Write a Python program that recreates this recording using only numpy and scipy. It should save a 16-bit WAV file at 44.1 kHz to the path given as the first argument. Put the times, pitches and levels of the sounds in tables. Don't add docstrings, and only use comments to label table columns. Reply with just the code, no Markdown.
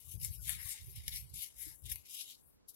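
import sys
import numpy as np
from scipy import signal
from scipy.fft import rfft, irfft
from scipy.io import wavfile
from scipy.ndimage import uniform_filter1d

SR = 44100
rng = np.random.default_rng(int(sys.argv[2]) if len(sys.argv) > 2 else 0)


def ratio_of_db(decibels):
    return 10 ** (np.asarray(decibels, float) / 20)


def to_wav(sig):
    pcm = np.clip(np.atleast_2d(sig), -1, 1) * 32767
    pcm = np.round(pcm).astype(np.int16)
    wavfile.write(sys.argv[1], SR, pcm.T)


N = 121275
STEP = 32

# hz, level_db_per_hz
ROOM_COLOUR = [(18, -56.5), (30, 5.5), (267, -8.5), (529, -8.5), (700, -13), (950, -10.5), (1050, -12.5),
               (1660, -17.5), (13000, -37)]
# hz, likeness
ROOM_LIKENESS = [(60, -0.27), (290, -1.22), (640, -0.44), (1500, -0.23), (5000, -0.99)]
ROOM_TONE_DB = -79.5

# peak_s, level_db, rise_s, fall_s (time to lose 20 dB), left_right_db
BUMPS = [(.1, -55.5, 0.086, 0.13, 12), (.153, -50, 0.025, 0.094, 33.5), (.242, -42.5, 0.085, 0.084, -4.5),
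         (.308, -40.5, 0.057, 0.032, 5.5), (.41, -49, 0.11, 0.33, 9.5), (.48, -68, 0.12, .1, 19),
         (.555, -50, 0.084, 0.1, 9), (.66, -50.5, 0.016, 0.012, 12), (.87, -51, 0.1, 0.15, -10.5),
         (.985, -47.5, 0.07, 0.061, -10.5), (1.08, -46, 0.085, 0.032, 3.5), (1.135, -47, 0.052, 0.11, -7.5),
         (1.22, -57, 0.094, 0.14, -20.5), (1.345, -54, 0.057, 0.1, -18.5), (1.6, -68, 0.18, 0.15, -12.5),
         (1.678, -51.5, 0.062, 0.098, 3), (1.86, -53, 0.059, 0.15, 20.5), (1.915, -46.5, 0.04, 0.076, -2.5),
         (2.43, -77.5, 0.043, 0.27, -18.5), (2.74, -79, .04, 0.078, 17)]
# hz, level_db_per_hz
TABLE_COLOUR = [(12, -69.5), (20, -42), (58, 0.5), (81, -1.5), (99, -3), (161, -11.5), (200, -29.5),
                (255, -35.5), (500, -38.5), (650, -65), (1100, -120)]
# hz, share
SHAKE_OPPOSED = [(85, 0.074), (130, 0.63), (300, 0.46)]
# start_s, pitch_hz, level_db, t60_s
KNOCKS = [(.07, 1150, -66.5, 0.054), (.39, 1470, -64, 0.077), (.495, 743, -55, 0.063),
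          (.575, 992, -76, 0.26), (0.654, 1122, -60.5, .12), (.665, 723, -67.5, 0.1),
          (.74, 858, -62.5, 0.08), (0.876, 380, -65.5, 0.16), (1.079, 774, -52.5, 0.027),
          (1.663, 309, -50.5, 0.071), (0.244, 1064, -64, 0.051), (1.715, 900, -67, .08),
          (1.949, 972, -64.5, 0.079), (1.976, 940, -74, .06)]
KNOCK_RISE_S = 0.008

# peak_s, pitch_hz, level_db, half_length_s
RINGS = [(0.131, 3280, -66, 0.045), (0.26, 3300, -67.5, 0.066), (0.497, 3400, -49.5, 0.048),
         (0.482, 6660, -51.5, 0.09), (0.513, 1400, -68, 0.036), (0.61, 2020, -49, 0.029),
         (0.69, 2060, -60, 0.072), (.25, 6250, -59, .025), (1.128, 2000, -52, 0.004),
         (1.128, 3670, -50, .01), (1.145, 3430, -55, 0.012), (1.411, 3540, -49, 0.038),
         (1.647, 2120, -57.5, 0.059), (1.715, 1760, -65, 0.067), (1.865, 3410, -51, 0.022),
         (2.06, 2390, -67, 0.025), (2.21, 4070, -50.5, 0.02), (2.215, 3070, -54.5, .018),
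         (0.964, 2692, -66, 0.015), (2.285, 3000, -68, 0.035)]
RING_Q, RING_CLUMP_DB, RING_FAR_DB = 9.0, 2, -7.5

# peak_s, level_db, rise_s, fall_s (time to lose 20 dB),
# card_body_db
STROKES = [(.005, -58.5, 0.046, 0.4, -2), (.118, -51, 0.053, 0.057, -0.5), (.215, -56, 0.004, 0.15, 24),
           (.244, -40.5, 0.041, 0.048, -4), (.345, -50.5, 0.09, 0.081, -1), (.425, -52, 0.046, 0.17, -5.5),
           (.492, -39, 0.051, 0.067, 2.5), (.6, -57.5, 0.081, 0.73, 19), (.71, -43, 0.13, 0.058, -0.5),
           (.77, -61, 0.042, 0.033, 0.5), (.905, -55, 0.039, 0.062, -10), (.961, -48.5, 0.0088, 0.051, 2.5),
           (1.07, -60, 0.19, 0.4, 4.5), (1.16, -42.5, 0.08, 0.075, 1.5), (1.3, -59.5, 0.012, 0.013, -4),
           (1.342, -49, 0.0073, 0.21, 3), (1.43, -44.5, 0.07, 0.055, 1.5), (1.615, -46, 0.061, 0.13, -2.5),
           (1.71, -59, 0.11, 0.066, 6.5), (1.858, -49.5, 0.012, 0.052, 4.5),
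           (1.916, -54.5, 0.015, 0.13, 4.5), (2.145, -49.5, 0.09, 0.14, 6), (2.21, -51, 0.064, 0.046, 15),
           (2.305, -54.5, 0.097, 0.055, 10.5),
           (0.2, -57, 0.0049, 0.0085, 8), (1.822, -64, 0.015, 0.052, -25), (1.841, -56.5, 0.0064, 0.013, 4),
           (1.898, -44.5, 0.012, 0.042, 1.5), (0.859, -63.5, 0.21, 0.068, -36),
           (1.53, -66, 0.033, 0.08, -7.5), (1.79, -65, 0.12, 0.075, -10),
           (1.92, -35.5, 0.0097, 0.0032, 3.5), (2.056, -58.5, 0.0073, 0.046, 4),
           (2.4, -70.5, 0.24, 0.063, 7.5), (2.478, -65, 0.13, 0.095, -26.5),
           (2.69, -51.5, 0.011, 0.034, -5), (2.75, -65, 0.037, 0.026, -2), (.55, -48, 0.062, 0.022, 6)]
GESTURE_CURVE = 1.52
# start_s, peak_db
SNAPS = [
    (.2362, -49.5),
    (1.0799, -25),
    (1.0819, -30.5),
    (1.0933, -37.5),
    (1.8213, -48),
    (1.9155, -46),
    (1.9235, -30),
    (1.9269, -35),
    (1.958, -37.5),
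         (0.215, -49), (0.2477, -28), (.4643, -44), (0.4785, -37), (0.488, -44.5), (.494, -25.5),
         (0.505, -38), (.512, -39), (.675, -38), (0.688, -44.5), (0.709, -51), (.721, -46), (1.143, -55.5),
         (1.16, -30.5), (1.158, -44), (1.166, -46), (1.175, -42.5), (1.201, -44), (1.3932, -44),
         (1.598, -59), (1.8416, -56), (1.948, -59), (1.994, -56), (2.097, -52.5)]
SNAP_T60_S, SNAP_DB = 0.0031, 4
GRAINS_PER_S, GRAIN_SPREAD_DB, GRAIN_CAP = 5000, 3, 3.2
GRAIN_SHARE, CLUMP_DB, CLUMP_HZ = 0.62, 1.5, 111
RUB_DB = 1.5

# time_s, pitch_hz
FLAP = [(0, 2310), (0.201, 2620), (.25, 1774), (.42, 3090), (0.491, 1440), (0.558, 1260), (.6, 1750),
        (.8, 1760), (.95, 2380), (1.08, 2040), (1.34, 2566), (1.45, 2180), (1.62, 1740), (1.78, 1580),
        (1.85, 2610), (1.92, 1890), (2.1, 2850), (2.75, 3040)]
FLAP_DB_PER_OCTAVE = 32
BODY_TOP_HZ, PATCH_DB = 5300, 2.4
PORT_LIKENESS = -0.32
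REFLECTION_DB, REFLECTION_T60_S = -5, 0.083
# pitch_hz, width_octaves, near_db, far_db
SHADES = [(2360, 0.048, -1.5, -20.5), (4470, 0.21, -0.5, -0.5), (4970, .12, 0, 1.5)]
# hz, level_db_per_hz
NEAR_PORT = [(1500, -18.5), (2100, -12.5), (3200, -12), (6000, -12), (9500, -6.5), (11400, 3),
             (13000, -8.5), (15800, -10)]
# hz, level_db_per_hz
FAR_PORT = [(900, -34.5), (1500, -25.5), (2300, -20.5), (4000, -14), (6500, -10.5), (8500, -20),
            (11000, -23.5), (15500, -31.5)]

# hz, depth_db
SURVIVES = [(300, 56), (900, 46), (1600, 39), (3000, 27), (5000, 21), (7500, 23), (11000, 29), (15500, 32)]
BASS_DRAIN_DB = 8.0
QUIET_UNDER_DB, EASY_DB = 36, 14
CHANCE_DB, WEAK_LINE_DB = 7, 5
HEARING_DB, HEARING_HZ = -110, 12900
JOINT_TOP_HZ = 2200


def at_hz(points, hz):
    table_hz, value = np.transpose(points)
    return np.interp(np.log(np.maximum(hz, 1)), np.log(table_hz), value)


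def rms_one(x):
    return x / np.sqrt(np.mean(x ** 2) + 1e-20)


def fill(x):
    return np.interp(np.arange(N), STEP * np.arange(len(x)), x)


def drift(rate_hz):
    r = np.exp(-2 * np.pi * rate_hz * STEP / SR)
    noise = rng.standard_normal(N // STEP + 301)
    wander = signal.lfilter([1], [1, -2 * r, r * r], noise)[300:]
    return fill(rms_one(wander))


def swells(rows):
    t = np.arange(0, N + STEP, STEP) / SR
    power = []
    for peak_s, db, rise_s, fall_s, _ in rows:
        away = np.where(t < peak_s, (peak_s - t) / rise_s, (t - peak_s) / fall_s)
        power.append(ratio_of_db(2 * (db - 20 * away ** GESTURE_CURVE)))
    power = np.array(power) + 1e-30
    total = power.sum(axis=0)
    return fill(np.sqrt(total)), fill(np.array(rows)[:, -1] @ power / total)


def coloured(x, points):
    hz = np.arange(N // 2 + 1) * SR / N
    return irfft(rfft(x) * ratio_of_db(at_hz(points, hz)), N)


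def room_tone():
    hz = np.arange(N // 2 + 1) * SR / N
    alike = np.clip(at_hz(ROOM_LIKENESS, hz), -1, 1)
    mid, side = coloured(rng.standard_normal((2, N)), ROOM_COLOUR)
    mid = rfft(rms_one(mid)) * ratio_of_db(ROOM_TONE_DB)
    side = rfft(rms_one(side)) * ratio_of_db(ROOM_TONE_DB)
    side = side * np.sqrt((1 - alike) / np.maximum(1 + alike, 0.1))
    return irfft(np.array([mid + side, mid - side]), N)


def table_shaking():
    level, pan_db = swells(BUMPS)
    near, far = rfft(rng.standard_normal((2, N)))
    opposed = at_hz(SHAKE_OPPOSED, np.arange(N // 2 + 1) * SR / N)
    far = np.sqrt(1 - opposed ** 2) * far - opposed * near
    shake = rms_one(coloured(irfft(np.array([near, far]), N), TABLE_COLOUR)) * ratio_of_db(-2.0)
    return level * shake * ratio_of_db(np.array([pan_db, -pan_db]) / 2)


def hollow_knocks():
    knocks = 0
    for start_s, hz, db, t60_s in KNOCKS:
        t = np.maximum(np.arange(N) / SR - start_s, 0)
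        mode = np.sin(2 * np.pi * hz * t) * (1 - np.exp(-t / KNOCK_RISE_S))
        knocks = knocks + ratio_of_db(db - 60 * t / t60_s) * mode
    return knocks * [[3.5], [-1.4]]


def card_rings():
    out, t = 0, np.arange(N) / SR
    for peak_s, hz, db, half_s in RINGS:
        swell = np.exp(-((t - peak_s) / half_s) ** 2)
        drag = rng.standard_normal(N) * swell * ratio_of_db(db + RING_CLUMP_DB * drift(40.0))
        r = np.exp(-np.pi * hz / RING_Q / SR)
        resonance = [1, -2 * r * np.cos(2 * np.pi * hz / SR), r * r]
        tone = signal.lfilter([1, 0, -1], resonance, drag + 1e-18) * np.sqrt(1 - r * r) / 2
        out = out + tone * [[ratio_of_db(rng.normal(0, 2))], [-ratio_of_db(RING_FAR_DB)]]
    return out


def rubbing():
    level, body_db = swells(STROKES)
    size_db = GRAIN_SPREAD_DB * np.minimum(rng.exponential(1, N), GRAIN_CAP)
    sizes = ratio_of_db(size_db) * rng.choice([-1, 1], N)
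    grains = rms_one(sizes * (rng.random(N) < GRAINS_PER_S / SR))
    smooth = rng.standard_normal(N)
    drag = np.sqrt(GRAIN_SHARE) * grains + np.sqrt(1 - GRAIN_SHARE) * smooth
    drag = drag * ratio_of_db(CLUMP_DB * drift(CLUMP_HZ))
    out = level * rms_one(drag) * ratio_of_db(RUB_DB)
    t = np.arange(400) / SR
    for start_s, db in SNAPS:
        crack = rng.standard_normal(len(t))
        crack *= 2 / np.abs(crack[:20]).max()
        first = int(start_s * SR)
        out[first:first + len(t)] += ratio_of_db(db + SNAP_DB - 60 * t / SNAP_T60_S) * crack
    return out, body_db


def at_two_ports(rub):
    tail = rng.standard_normal((2, 9000)) * ratio_of_db(-60 * np.arange(9000) / SR / REFLECTION_T60_S)
    tail /= np.linalg.norm(tail, axis=1, keepdims=True)
    other = rub * rng.choice([-1, 1], N)
    far = PORT_LIKENESS * rub + np.sqrt(1 - PORT_LIKENESS ** 2) * other
    pair = np.array([rub, far])
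    return pair + ratio_of_db(REFLECTION_DB) * signal.fftconvolve(pair, tail, axes=1)[:, :N]


def case_shading(x):
    octave = np.log2(1 + np.arange(N // 2 + 1) * SR / N)
    shade_db = 0
    for hz, wide, *port_db in SHADES:
        shade_db = shade_db + np.outer(port_db, np.exp(-((octave - np.log2(hz)) / wide) ** 2))
    return irfft(rfft(x) * ratio_of_db(shade_db), N)


def card():
    rub, body_db = rubbing()
    pair = at_two_ports(rub)
    out, edges = 0, 700 * 2 ** np.arange(0, 4.7, 1 / 4)
    flap_hz = np.interp(np.arange(N) / SR, *np.transpose(FLAP))
    for k, (low, high) in enumerate(zip(edges, edges[1:])):
        centre = np.sqrt(low * high)
        body_weight = 1 / (1 + (centre / BODY_TOP_HZ) ** 4)
        flap_loss_db = FLAP_DB_PER_OCTAVE * np.clip(np.log2(flap_hz / centre), 0, 0.9)
        gain_db = body_weight * body_db - flap_loss_db + PATCH_DB * drift(8.0)
        band_pass = signal.butter(3, [low, high], "band", fs=SR, output="sos")
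        out = out + (-1) ** k * signal.sosfilt(band_pass, pair) * ratio_of_db(gain_db)
    near, far = case_shading(out)
    return np.array([coloured(near, NEAR_PORT), coloured(far, FAR_PORT)]) * ratio_of_db(9.0)


def scene():
    return room_tone() + table_shaking() + hollow_knocks() + card_rings() + card()


def joint(z, hz):
    turned = np.array([z[0] + z[1], z[0] - z[1]]) / np.sqrt(2)
    return np.where((hz < JOINT_TOP_HZ)[:, None], turned, z)


def silence_faint(x):
    hz, _, z = signal.stft(x, SR, "cosine", 2048, 1024)
    z = joint(z, hz)
    band = np.unique((np.log(1 + hz / 3000) * 30).astype(int), return_inverse=True)[1]
    member = band == np.arange(band.max() + 1)[:, None]
    member = member / member.sum(axis=1, keepdims=True)
    db = 10 * np.log10(member @ np.abs(z) ** 2 + 1e-30)
    centre = member @ hz
    high = centre > 2000
    loudest = db[:, high].max(axis=(0, 1))
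    shaken = uniform_filter1d(db[:, :2].max(axis=(0, 1)), size=5) - BASS_DRAIN_DB
    loudest = np.where(high[:, None], np.maximum(loudest, shaken), loudest)
    chance = uniform_filter1d(rng.standard_normal(db.shape), size=3, axis=2) * np.sqrt(3) * CHANCE_DB
    limit_db = loudest - at_hz(SURVIVES, centre)[:, None] + chance
    limit_db -= EASY_DB * (loudest < loudest.max() - QUIET_UNDER_DB)
    keep = db > limit_db
    keep &= (db > HEARING_DB) | (centre < HEARING_HZ)[:, None]
    strong_line = np.abs(z) > ratio_of_db(limit_db[:, band] + WEAK_LINE_DB)
    kept = joint(z * keep[:, band] * strong_line, hz)
    return signal.istft(kept, SR, "cosine", 2048, 1024)[1][:, :N]


def low_pass(x):
    return signal.sosfilt(signal.butter(12, 15830, fs=SR, output="sos"), x)


def record(dry):
    mix = silence_faint(dry)
    return low_pass(mix)


dry = scene()
out = record(dry)
to_wav(out)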